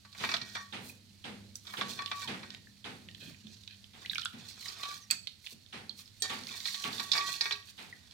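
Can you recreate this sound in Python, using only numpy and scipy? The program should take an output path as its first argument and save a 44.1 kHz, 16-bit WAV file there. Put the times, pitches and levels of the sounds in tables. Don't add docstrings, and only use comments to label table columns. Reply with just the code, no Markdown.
import sys
import numpy as np
from scipy import signal
from scipy.fft import rfft, irfft, next_fast_len
from scipy.io import wavfile

SR = 44100
rng = np.random.default_rng(int(sys.argv[2]) if len(sys.argv) > 2 else 0)


def materialize(psi):
    bounded = np.clip(np.atleast_2d(psi).T, -1, 1)
    quanta = np.round(bounded * 32767).astype(np.int16)
    wavfile.write(sys.argv[1], SR, quanta)


N = 358708
T = np.arange(N) / SR
PORT_PHASE = np.array([[0], [1]])

# (peak time [s], swell [s], ebb [s], level [dB], top treble against that level [dB])
RUB_STROKES = [(.29, 0.11, 0.079, -45, 1.5), (.47, 0.057, 0.21, -54, -1), (.865, .04, 0.061, -57, 11),
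               (1.56, 0.0069, 0.018, -63, 21.5), (1.79, 0.13, 0.041, -56.5, 10),
               (1.905, 0.038, 0.067, -44, -0.5), (2.02, 0.082, 0.22, -61, 7),
               (2.205, 0.046, 0.083, -45.5, -1), (3.28, 0.1, 0.045, -55, 3), (3.52, 0.17, 0.097, -57, -11),
               (4.12, 0.13, 0.23, -60, 8), (4.4, 0.015, 0.019, -53, -8), (4.49, 0.046, 0.079, -49.5, -2),
               (4.675, 0.077, 0.045, -42, -0.5), (4.76, .05, 0.094, -53.5, -4),
               (4.92, 0.2, 0.083, -47.5, 0), (5.035, 0.033, .025, -64, -9), (5.445, 0.022, 0.055, -54.5, 5),
               (5.519, 0.026, 0.021, -48, 5), (6.0, 0.028, 0.035, -53, 5.5), (6.3, 0.1, 0.1, -48, 0),
               (6.57, 0.2, 0.17, -45.5, -0.5), (6.69, 0.051, 0.12, -39, -1.5),
               (6.82, 0.093, 0.089, -44, -4), (6.99, 0.18, 0.11, -44, 2), (7.17, 0.082, 0.1, -41.5, -2),
               (7.27, .06, 0.17, -42, -5), (7.33, 0.04, 0.068, -41.5, 0), (7.47, 0.11, 0.1, -49, 1),
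               (7.695, 0.032, 0.028, -52.5, 2), (7.81, 0.038, 0.1, -55, 3), (8.12, 0.013, .05, -60, -14)]
RUB_REST_DB = -66.5


def undb(db):
    return 10 ** (np.asarray(db) / 20)


def unit(x):
    return x / np.sqrt(np.mean(x ** 2))


def fade(t60, length):
    return np.exp(-np.log(1000) * T[:int(length * SR)] / max(t60, 1 / SR))


def add(out, s, x):
    i = max(int(s * SR), 0)
    out[..., i:i + x.shape[-1]] += x[..., :N - i]


def band(x, hz, width, order=2):
    low = np.hypot(hz, width / 2) - width / 2
    high = min(low + width, SR / 2 - 1000)
    return signal.sosfilt(signal.butter(order, [low, high], "band", fs=SR, output="sos"), x)


def colour(x, points):
    hz, db = np.transpose(points)
    size = next_fast_len(N + 4096)
    f = np.maximum(np.fft.rfftfreq(size, 1 / SR), 1)
    gain = undb(np.interp(np.log(f), np.log(hz), db))
    return irfft(rfft(x, size) * gain, size)[..., :N]


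def noise(size, shared=0.25):
    shared = np.clip(shared, 0, 1)
    both = rng.standard_normal((3, size))
    return np.sqrt(shared) * both[0] + np.sqrt(1 - shared) * both[1:]


def walk(rate):
    return unit(np.interp(T * rate, np.arange(4096), rng.standard_normal(4096)))


def grit(rate, spread_db):
    size = undb(spread_db * np.minimum(rng.exponential(size=N), 3))
    clicks = rng.random(N) < rate / SR
    return unit(clicks * size * np.sign(noise(N, shared=.6)))


def ring(modes, length):
    t = T[:int(length * SR)]
    shape = (len(modes), 1, 1)
    phases = 2 * np.pi * rng.random(shape) + PORT_PHASE * rng.uniform(-1.5, 1, shape) * np.pi / 2
    onset = np.minimum(t / .0004, 1)
    tones = 0
    for (hz, db, t60), phase in zip(modes, phases):
        tones = tones + undb(db) * fade(t60, length) * np.sin(2 * np.pi * min(hz, SR / 2) * t + phase)
    return onset * tones


def burst(hz, width, t60, order=2, rise=0.0017):
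    envelope = fade(t60, t60 + .02)
    envelope = envelope * (1 - np.exp(-T[:len(envelope)] / rise))
    x = band(noise(len(envelope), shared=0.098) * envelope, hz, width, order)
    return x * np.sqrt(np.sum(envelope ** 2) / np.sum(x ** 2))


def strokes(rows, attack_s, release_t60):
    out = np.zeros(N)
    for s, length, db in rows:
        i = int(np.clip(s * SR, 0, N - 1))
        age = T[:min(N - i, int((length + release_t60) * SR))]
        release = np.exp(-np.log(1000) * np.maximum(age - length, 0) / release_t60)
        shape = np.minimum(age / attack_s, 1) * release
        out[i:i + len(age)] = np.maximum(out[i:i + len(age)], undb(db) * shape)
    return out


def swells(rows):
    power = 0
    for s, swell, ebb, db in rows:
        away = np.maximum((s - T) / swell, (T - s) / ebb)
        power = power + undb(db - 10 * np.minimum(away * np.sqrt(away), 10)) ** 2
    return np.sqrt(power)


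def background():
    # (pitch [Hz], level [dB])
    air_colour = [(18, -70), (30, -12), (90, 6), (161, -5.5), (204, -3), (415, -16.5), (1100, -23.5),
                  (1720, -18.5), (2830, -16), (4300, -9), (5450, -17), (14800, -30.5), (16000, -37)]
    # (pitch [Hz], level [dB]) before the swelling below
    hum_tones = [(100, -67), (200, -69)]
    # (time [s], level [dB])
    hum_swell = [(0, -2), (.3, 3.5), (1.2, 4.5), (3.6, 2), (4.6, -2.5), (5.3, -7.5), (5.65, -8.5),
                 (6.1, -2.5), (6.6, -2.5), (8.1, -8.5)]
    # (time [s], length [s], start pitch [Hz], end pitch [Hz], level [dB])
    high_notes = [(4.928, 0.059, 7360, 5300, -51), (4.993, 0.078, 6900, 5140, -52.5),
                  (6.197, 0.023, 8400, 8350, -43)]
    air_db = -62
    out = undb(air_db) * unit(colour(noise(N, shared=0.29), air_colour)) * undb(0.5 * walk(5.2))
    for hz, db in hum_tones:
        flutter = undb(3 * walk(14)) * np.sin(2 * np.pi * hz * T + .9 * walk(18))
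        out += undb(db + np.interp(T, *np.transpose(hum_swell))) * unit(flutter)
    for s, length, start_hz, end_hz, db in high_notes:
        hz = np.linspace(start_hz, end_hz, int(length * SR))
        tone = np.sin(2 * np.pi * np.cumsum(hz) / SR)
        add(out, s, undb(db) * np.hanning(len(hz)) * tone)
    return out


def rubbing(rub):
    # (pitch [Hz], level [dB])
    rasp_colour = [(500, -34), (1200, -17), (1900, -15.5), (2900, -8.5), (3600, -3.5), (4400, 3.5),
                   (4800, -4.5), (6500, -6), (8700, -13), (12000, -16), (14200, -15.5), (16000, -19)]
    # (pitch [Hz], level [dB])
    top_colour = [(5500, -40), (8000, -5), (11000, -1)]
    catch = undb(2.4 * walk(90) + .7 * walk(30))
    rasp = unit(colour(grit(rate=1700, spread_db=1.5) * catch, rasp_colour))
    top = colour(rasp, top_colour)
    sheen_rows = [(s, swell, ebb, db + sheen_db) for s, swell, ebb, db, sheen_db in RUB_STROKES]
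    sheen = np.hypot(swells(sheen_rows), undb(RUB_REST_DB))
    return rub * (rasp - top) + sheen * top


def knocks():
    # (time [s], level before trims [dB], clack pitch [Hz], body against clack before trims [dB],
    #  basin ring before trims [dB])
    knock_rows = [(.049, -45.5, 4200, 1, -12), (.127, -38, 4060, -17, -13), (.237, -28.5, 3500, 7.5, -5),
                  (0.247, -23.5, 3500, -21, 3), (0.29, -25, 4380, -3, -5), (.315, -21.5, 4650, -7.5, -6),
                  (.339, -14, 3820, -7, -19), (.415, -25, 4110, -16, -7), (0.148, -49.5, 3800, 7, -5),
                  (.552, -29.5, 3870, 1.5, -7), (.566, -34.5, 3910, 4, -10), (1.669, -29.5, 4000, -19, -14),
                  (1.736, -40, 4300, 12, -22), (1.811, -20.5, 3500, -1.5, -13.5),
                  (1.99, -35.5, 3870, 6, 0.5), (2.114, -21.5, 3670, -3.5, -8.5),
                  (2.343, -40, 3530, 7.5, -14), (2.431, -37, 4100, 0, -6), (4.682, -26, 4740, -25, -10),
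                  (4.832, -23, 3670, -13.5, -9), (4.853, -28, 3580, -9, -22), (6.539, -38, 4360, -9, 5),
                  (6.655, -20, 4000, -19, -3), (6.744, -21.5, 3880, -20, -6.5),
                  (6.928, -24.5, 4000, -20, -16), (6.981, -25.5, 4070, -27, -15),
                  (6.997, -19.5, 4080, -9.5, -7), (7.117, -7.5, 4090, -37, -15),
                  (7.133, -12, 4570, -19.5, -10), (7.152, -23.5, 4370, 0.5, -5.5),
                  (7.165, -33, 4270, 3, -1), (7.177, -15.5, 4580, -16, -3.5), (7.209, -26, 3660, -20, 5),
                  (7.409, -10.5, 4480, -31, -1.5), (7.456, -25.5, 4300, -6.5, 3),
                  (7.509, -19.5, 3520, -11.5, -2), (7.522, -17.5, 4300, -20, -14)]
    # (ratio to the clack pitch, level [dB], 60 dB fade [s])
    wet_modes = [(.6, -21, 0.021), (0.881, -9, 0.033), (1, -7.5, 0.03), (1.09, -12.5, 0.019)]
    clack_t60_s, body_t60_s = .046, .057
    out, push = np.zeros((2, N)), np.zeros(N)
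    for s, db, hz, body_db, ring_db in knock_rows:
        clack = undb(-2.0) * burst(hz, 0.27 * hz, clack_t60_s, rise=0.00046)
        clack = clack + undb(-8.0) * burst(4300, 2350, clack_t60_s)
        tones = [(ratio * hz, mode_db, t60) for ratio, mode_db, t60 in wet_modes]
        clack = clack + ring(tones, clack_t60_s + .02)
        body = burst(1254, 1250, body_t60_s, rise=0.0021)
        add(out, s, undb(db - 4.5) * clack)
        add(out, s, undb(db + body_db - 1.0) * body)
        add(push, s, undb([db + body_db / 2 + ring_db]))
    return out, push


def bend(x, shift):
    return np.array([np.interp(T + shift, T, side) for side in x])


def basin(blows, friction):
    # (pitch [Hz], level [dB], 60 dB fade [s])
    wall_modes = [(408, -19, 0.35), (907, -4.5, 0.066), (1456, -15, 0.16), (1620, -10, 0.23),
                  (1862, -2.5, 0.21), (1900, -4, 0.24), (2240, 0, 0.087), (2320, -4, 0.11),
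                  (2330, 2, 0.077), (2527, 0, 0.097), (2860, -11, .1), (3490, 5, 0.039), (3720, -7, 0.079),
                  (4240, -5, 0.12), (4320, -3, 0.11), (4360, -1, .14), (4370, -2.5, 0.14),
                  (5010, -17, 0.14), (5720, -11.5, 0.3)]
    # (pitch [Hz], level [dB], 60 dB fade [s])
    bottom_modes = [(1135, 0.5, 0.46), (1060, -21, .12), (1258, -2.5, 0.075)]
    # (start [s], length [s])
    press_rows = [(0.174, 0.32), (2.31, 2.1), (5.002, 1.9), (7.337, 0.2), (7.547, .55)]
    bottom_db, press_db, press_attack_s, press_release_t60_s = 2.5, -18.5, 0.038, 1
    wall = 0
    for mode in wall_modes:
        push = (blows + friction) * undb(2.5 * walk(5))
        wall = wall + signal.oaconvolve(push[None], ring([mode], .5), axes=1)[:, :N]
    bottom_push = blows + undb(-18.0) * friction
    bottom = signal.fftconvolve(bottom_push[None], ring(bottom_modes, 1), axes=1)[:, :N]
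    pressed = strokes([(s, length, 0) for s, length in press_rows], press_attack_s, press_release_t60_s)
    bottom *= undb(bottom_db + press_db * pressed)
    sway_s = .0003 * walk(13)
    return bend(wall, sway_s) + bend(bottom, sway_s * 0.66) + bowing()


def dragging(rub):
    # (start [s], length [s], level before trim [dB], swell [s])
    drag_rows = [(0.155, 0.2, -45.5, 0.051), (0.371, 0.15, -54, .02), (0.532, 0.027, -45, 0.028),
                 (1.645, 0.15, -51, 0.01), (1.765, 0.12, -48, 0.02), (1.934, 0.14, -52, 0.026),
                 (2.135, 0.14, -47.5, 0.045), (2.31, 0.23, -56, .02), (3.192, 0.1, -60, 0.054),
                 (3.955, 0.085, -56, 0.033), (4.312, .3, -60, 0.037), (4.607, 0.28, -50.5, .07),
                 (4.803, 0.12, -46, 0.04), (5.976, 0.017, -62, .02), (6.221, 0.032, -41.5, 0.015),
                 (6.29, 0.048, -60, .02), (6.461, 0.058, -45.5, 0.042), (6.554, 0.057, -53, .02),
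                 (6.763, 0.34, -49, 0.067), (7.126, 0.17, -43.5, 0.016), (7.274, 0.093, -49.5, 0.016),
                 (7.412, .035, -45.5, 0.012), (7.507, 0.044, -55.5, .02), (7.76, .42, -66.5, 0.028)]
    # (pitch [Hz], level [dB])
    scrape_colour = [(150, -9), (400, -3), (600, -5), (900, -8), (1500, 1), (1900, -4), (2400, -35),
                     (2900, -6), (3600, 6), (4400, -8.5), (5000, -1), (8000, -12), (14000, -42)]
    release_t60_s = 0.28
    slips = grit(rate=1400, spread_db=4.5) * undb(3.8 * walk(90))
    gains = [strokes([(s, length, db)], swell, release_t60_s) for s, length, db, swell in drag_rows]
    force = np.max(gains, axis=0)
    out = undb(-1.5) * force * unit(colour(slips, scrape_colour))
    stir = force + rub
    for when, pitch, size in rng.random((320, 3)):
        i, hz = int(when * N), 1900 * 3.1 ** pitch
        crumb_db = 15 * size ** 2 - 5
        add(out, i / SR, stir[i] * undb(crumb_db) * burst(hz, 0.25 * hz, 0.012, rise=0.0001))
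    return out, undb(-41.5) * force * slips[0]


def thumps():
    # (time [s], level [dB], weight of the slap [dB])
    thump_rows = [(0.198, -42.5, -2.5), (0.724, -44, -0.5), (1.24, -43, -3.5), (1.769, -40.5, -2),
                  (2.274, -40.5, -1), (2.842, -45, -1), (3.934, -58, -0.5), (4.328, -55, -2),
                  (5.725, -49, 2), (6.293, -44, 3), (6.837, -43, 2.5), (7.778, -53, 3)]
    # (pitch [Hz], width [Hz], level [dB], build-up [s], 60 dB fade [s])
    band_rows = [(129, 77, -9, 0.021, 1), (218.2, 55.6, -4.5, 0.017, 0.97), (384, 258, -4.5, 0.016, 0.66),
                 (820, 213, -2, 0.018, 0.43), (1670, 1620, 2.5, 0.011, 0.48),
                 (2880, 2080, 4.5, 0.0094, 0.39), (3350, 930, 6.5, 0.0018, 0.072),
                 (5240, 8000, -15, 0.024, 1), (8650, 420, -16.5, 0.0034, 0.43)]
    slap_hz = 700
    out, t = np.zeros((2, N)), T[:SR]
    for hz, width, band_db, build, t60 in band_rows:
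        envelope = np.zeros(N)
        for s, db, slap_db in thump_rows:
            gain = undb(db + band_db + slap_db * (hz > slap_hz))
            add(envelope, s, gain * (1 - np.exp(-t / build)) * fade(t60, 1))
        shared = 1 / (1 + (hz / 400) ** 2)
        out += envelope * unit(band(noise(N, shared=shared), hz, width))
    return out


def ticks(rub):
    # (time [s], level before trims [dB], pitch [Hz])
    tick_rows = [(0.3666, -23, 3520), (1.555, -28.5, 5930), (2.06, -23, 3550), (2.504, -30, 3700),
                 (2.547, -32.5, 2940), (3.0863, -37, 2800), (3.147, -34.5, 3350), (3.469, -37.5, 3570),
                 (3.112, -40, 3700), (3.208, -42, 4100), (3.345, -43.5, 2520), (3.635, -42, 3730),
                 (3.6758, -32, 3800), (3.709, -41, 3540), (3.745, -46, 3170), (3.8415, -39.5, 3220),
                 (4.0595, -28, 3160), (4.1114, -33, 2180), (4.132, -29, 3380), (4.1474, -30, 4930),
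                 (4.156, -23, 2470), (4.181, -20.5, 3800), (4.195, -27.5, 4300), (4.213, -32, 5000),
                 (4.2174, -27, 3500), (4.25, -28, 7870), (4.256, -22.5, 3560), (5.2714, -23.5, 3570),
                 (5.463, -32, 3580), (5.469, -27.5, 3060), (5.662, -45, 3700), (5.99, -36, 4040),
                 (5.894, -37, 4100), (6.077, -44, 4230), (6.3909, -34, 4300), (6.435, -34, 4480),
                 (6.469, -31, 4200), (6.488, -37, 4270), (6.498, -40, 4240), (6.6026, -29.5, 4070),
                 (6.674, -27, 4260), (6.686, -31, 4300), (6.705, -36, 4200), (6.7854, -33, 4140),
                 (6.8404, -24.5, 3000), (6.954, -36, 4630), (7.339, -34, 3780), (2.077, -32, 3000),
                 (7.626, -45, 3300), (8.074, -47, 3730), (8.11, -41.5, 4100)]
    clack_t60_s, clack_db, tone_t60_s, tone_db = .018, -1.5, 0.013, -4.5
    chatter_per_s, chatter_db, chatter_hz = 15, 9, 4300
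    out = np.zeros((2, N))
    for s, db, hz in tick_rows:
        clack = burst(hz, 0.48 * hz, clack_t60_s, rise=0.00018)
        clack = clack + undb(-12.5) * burst(2060, 3900, clack_t60_s, order=1)
        add(out, s, undb(db + clack_db) * clack)
        add(out, s + .001, ring([(hz, db + tone_db, tone_t60_s)], .03))
    for when, pitch, size in rng.random((int(chatter_per_s * N / SR), 3)):
        i, hz = int(when * N), chatter_hz * 2 ** (.6 * (pitch - .5))
        clack = burst(hz, 0.29 * hz, clack_t60_s, rise=0.00016)
        add(out, i / SR, rub[i] * undb(chatter_db) * size * clack)
    return out


def swishing():
    # (peak time [s], swell [s], ebb [s], level [dB])
    squeeze_rows = [(3.22, 0.016, 0.091, -51), (3.285, 0.047, 0.054, -59), (3.5, 0.12, 0.07, -67),
                    (3.715, .02, 0.036, -54), (4.22, 0.053, .035, -53), (4.41, .03, 0.036, -62),
                    (7.69, .02, 0.027, -54.5)]
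    # (pitch [Hz], width [Hz], level [dB])
    cavities = [(1690, 280, -5.5), (2520, 170, -1), (3230, 390, 1.5), (4100, 620, 1.5)]
    # (peak time [s], swell [s], ebb [s], level [dB])
    slosh_rows = [(.42, 0.023, 0.03, -51.5), (1.13, 0.073, .08, -70), (2.68, 0.094, .06, -69),
                  (3.1, 0.064, 0.06, -62.5), (3.27, 0.1, 0.049, -56.5), (3.5, 0.087, 0.1, -66),
                  (4.17, 0.059, 0.037, -62), (4.98, .05, .04, -68), (5.17, 0.056, 0.048, -72),
                  (7.3, 0.11, .06, -58)]
    fizz = grit(rate=900, spread_db=3.0)
    spray = unit(sum(undb(db) * unit(band(fizz, hz, width)) for hz, width, db in cavities))
    lapping = undb(3 * walk(22))
    slosh = unit(band(noise(N, shared=0.82), hz=160, width=137) * lapping)
    return swells(squeeze_rows) * spray + swells(slosh_rows) * slosh


def bowing():
    # (start [s], length [s], level before wavering [dB], pitch [Hz], glide [Hz per s])
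    bow_rows = [(.553, 0.047, -50.5, 1138, 0), (.565, .025, -48, 1830, 0), (1.72, 0.033, -58, 1134, 6),
                (1.991, .02, -42, 1120, 0), (1.992, .01, -50, 1827, 0), (2.12, 0.058, -45, 1133, -30),
                (4.64, 0.084, -60, 1138, -2), (4.795, 0.013, -46.5, 1138, 0),
                (4.845, 0.076, -47.5, 1147, 200), (6.295, 0.028, -44, 1142, 2),
                (6.76, 0.051, -55.5, 1138, 8), (6.845, 0.01, -41, 1133, -100), (6.985, 0.017, -47, 1150, 2),
                (7.135, 0.062, -44, 2255, 300), (7.182, 0.041, -37, 1149, -130),
                (7.195, 0.062, -41, 1890, 250), (7.265, 0.057, -48, 1134, 4),
                (7.27, 0.033, -43.5, 1935, -100), (7.412, 0.032, -41.5, 2214, 2),
                (7.435, 0.075, -48, 1158, -5), (7.51, 0.035, -58, 410, 2)]
    attack_s, release_t60_s = 0.0085, 0.24
    out = np.zeros((2, N))
    waver = undb(1.5 * walk(25)) * np.exp(1j * (.5 * walk(18) + PORT_PHASE))
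    for s, length, db, hz, glide in bow_rows:
        t = T[:int((length + release_t60_s) * SR)]
        level = strokes([(0, length, db)], attack_s, release_t60_s)[:len(t)]
        tone = np.exp(2j * np.pi * (hz + glide * t / 2) * t)
        waver_now = waver.take(int(s * SR) + np.arange(len(t)), axis=1, mode="clip")
        add(out, s, level * np.imag(tone * waver_now))
    return out


def bubble(hz, t60, rise):
    envelope = fade(t60, t60)
    age = np.linspace(0, 1, len(envelope))
    phase = 2 * np.pi * np.cumsum(hz * 2 ** (rise * age)) / SR
    return envelope * (1 - np.exp(-age / 0.044)) * np.sin(phase + PORT_PHASE)


def water(stir):
    # (time [s], level before trim [dB], pitch [Hz], 60 dB fade [s], rise [octaves per fade])
    drip_rows = [(.896, -42, 2490, 0.025, -0), (2.671, -47.5, 1790, 0.022, -0.13),
                 (4.049, -40.5, 1910, 0.027, 0.4), (3.088, -53.5, 1830, 0.052, 0.15),
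                 (3.088, -47, 2810, .02, 0.2), (3.149, -53, 1830, 0.015, -0),
                 (3.678, -46.5, 2560, 0.015, 0), (4.061, -34.5, 2860, 0.012, 0.1),
                 (4.061, -36, 3650, 0.0086, 0), (4.097, -22.5, 3560, 0.017, 1),
                 (4.133, -35.5, 1720, 0.017, -0.36), (4.157, -29.5, 2275, 0.027, 0.32),
                 (4.183, -30.5, 1380, 0.022, -0.05), (4.231, -36, 2980, .035, 0.26),
                 (4.256, -27, 1410, 0.018, -0), (4.261, -31, 3320, 0.016, 0.1),
                 (5.276, -33.5, 4220, 0.022, 0.23), (5.8945, -29, 4290, 0.017, -0.04),
                 (5.9055, -41.5, 3280, 0.02, -0.05), (5.905, -59, 4430, 0.051, 0.1),
                 (6.058, -47, 5150, .015, -0.1), (7.553, -41, 2650, .03, -0.3),
                 (7.926, -39.5, 2030, 0.035, -0.5)]
    # (time [s], level before trims [dB], pitch [Hz], 60 dB fade [s], rise [octaves per fade])
    gulp_rows = [(2.243, -47.5, 1060, 0.147, -1.4), (2.298, -53, 430, 0.057, .38),
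                 (3.07, -54, 180, 0.054, 0.41), (3.226, -52.5, 500, 0.024, 0.23),
                 (3.278, -48, 248, 0.084, 0.047), (3.441, -51.5, 209.6, 0.31, 0.19),
                 (3.502, -54, 297, 0.01, 0.25), (3.247, -60, 640, 0.027, .3), (3.305, -55, 570, .03, 0.43),
                 (4.12, -54, 183, 0.072, .2), (4.339, -45, 207, 0.09, 0.48), (5.125, -54, 218, 0.027, 0.31),
                 (5.525, -53.5, 403, 0.015, 0.66), (5.602, -63, 180, 0.021, .2)]
    heave_db, heave_hold_s, heave_attack_s, heave_t60_s = -5.5, 0.016, 0.011, 0.37
    out = np.zeros((2, N))
    for s, db, hz, t60, rise in list(drip_rows) + list(gulp_rows):
        add(out, s, undb(db + 6.5) * bubble(hz, t60, rise))
    for when, pitch, size in rng.random((200, 3)):
        i = int(when * N)
        tiny = bubble(1700 * 3 ** pitch, .016, .25)
        add(out, i / SR, stir[i] * undb(1 + 10 * size ** 2) * tiny)
    heave_rows = [(s, heave_hold_s, db + heave_db) for s, db, *_ in gulp_rows]
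    heave = strokes(heave_rows, heave_attack_s, heave_t60_s)
    return out + heave * unit(band(noise(N, shared=1.0), hz=164.0, width=113))


def strike(modes, crack_db, crack_t60):
    tone = ring(modes, .3)
    tone = tone / np.sqrt(np.mean(tone[:, :200] ** 2)) / 2
    add(tone, 0, undb(crack_db) * burst(6100, 5200, crack_t60, order=1, rise=0.00092))
    return tone


def clinks():
    # (time [s], level before trims [dB], fade factor, crack [dB], brightness [dB per octave])
    clink_rows = [(5.1032, -18.5, 1.1, -2, -11.5), (5.1102, -8, 1.14, 0, 6.5), (5.1152, -16, 0.56, -15, 1)]
    # (pitch [Hz], level before brightness [dB], 60 dB fade before its factor [s])
    shard_modes = [(2000, -14.5, 0.0084), (2490, -6.5, 0.023), (2600, -7.5, 0.015), (3270, -5, 0.013),
                   (3500, -6, 0.014), (4490, -1, 0.03), (4490, -3, 0.056), (5100, -9.5, 0.017),
                   (6200, -10, 0.016), (6740, -8, 0.016), (7600, -6, .009), (7940, -2.5, 0.015),
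                   (8850, -13, 0.011), (12100, -22, 0.006), (13500, -15, .006), (13600, -10, 0.0055),
                   (14400, -14, .005)]
    # (time [s], level before trim [dB], crack [dB])
    clank_rows = [(6.221, -19.5, -1)]
    # (pitch [Hz], level [dB], 60 dB fade [s])
    rim_modes = [(424, -10, 0.11), (767, -15.5, 0.46), (1815, -6.5, 0.52), (2390, -12.5, 0.23),
                 (3250, 3, .12), (3910, 7.5, 0.2), (4040, -6, .09), (4250, 0, 0.13), (4550, 3, 0.19),
                 (5620, 1, 0.13), (5720, -12, .14), (6000, -2, 0.11), (6910, 3, 0.093), (7620, -10, 0.082),
                 (8300, -3, 0.1), (9500, -11, 0.16), (10900, -10, 0.12)]
    crumble_db, crumble_hz, crumble_t60_s = -18.5, 3000, 0.092
    out = np.zeros((2, N))
    lowest_hz = shard_modes[0][0]
    for s, db, damping, crack_db, tilt_db in clink_rows:
        modes = [(hz, mode_db + tilt_db * np.log2(hz / lowest_hz), t60 * damping)
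                 for hz, mode_db, t60 in shard_modes]
        add(out, s, undb(db - 6.0) * strike(modes, crack_db, crack_t60=0.0037))
        add(out, s, undb(db + crumble_db) * burst(crumble_hz, 5800, crumble_t60_s, rise=0.0056))
    for s, db, crack_db in clank_rows:
        add(out, s, undb(db - 2.5) * strike(rim_modes, crack_db, crack_t60=0.041))
    return out


def cupped(x):
    out = x
    for lag_s, echo in (.0011, .42), (.0034, -.45):
        late = T - lag_s * (1 + .09 * walk(12))
        echoed = np.array([np.interp(late, T, side) for side in out])
        out = (out + echo * echoed) / np.hypot(1, echo)
    return out


def room(x, near_db, near_t60, far_db, far_t60):
    dull_hz = 8100
    response = 0
    for db, t60 in (near_db, near_t60), (far_db, far_t60):
        tail = noise(SR, shared=0) * fade(t60, 1) * (1 - np.exp(-T[:SR] / (0.017 * t60)))
        response = response + undb(db) * unit(tail) / np.sqrt(SR)
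    response = signal.sosfilt(signal.butter(1, min(dull_hz, SR / 3), fs=SR, output="sos"), response)
    return x + signal.fftconvolve(x, response, axes=1)[:, :N]


def scene():
    # (pitch [Hz], left minus right [dB])
    port_gaps = [(60, -8.5), (130, -1.5), (500, 0), (1900, 1), (2600, -3.5), (3700, -12), (4500, -11.5),
                 (5400, -4.5), (7000, -9), (8200, -5), (10000, -0.5), (13500, 8)]
    rub = np.hypot(swells([row[:4] for row in RUB_STROKES]), undb(RUB_REST_DB))
    clacks, blows = knocks()
    scrape, friction = dragging(rub)
    close = clacks + cupped(scrape + rubbing(rub))
    close = close + basin(undb(-12.0) * blows, friction)
    close = close + ticks(rub) + swishing() + water(rub) + clinks()
    near = room(close, near_db=-9.0, near_t60=0.099, far_db=-9.5, far_t60=0.35)
    left, right = near + thumps() + background()
    left_colour = [(hz, gap - 10 * np.log10((1 + undb(gap) ** 2) / 2)) for hz, gap in port_gaps]
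    right_colour = [(hz, db - gap) for (hz, db), (_, gap) in zip(left_colour, port_gaps)]
    return np.array([colour(left, left_colour), colour(right, right_colour)])


def record(dry):
    return signal.sosfilt(signal.ellip(10, .2, 70, 16000, fs=SR, output="sos"), dry)


dry = scene()
out = record(dry)
materialize(out)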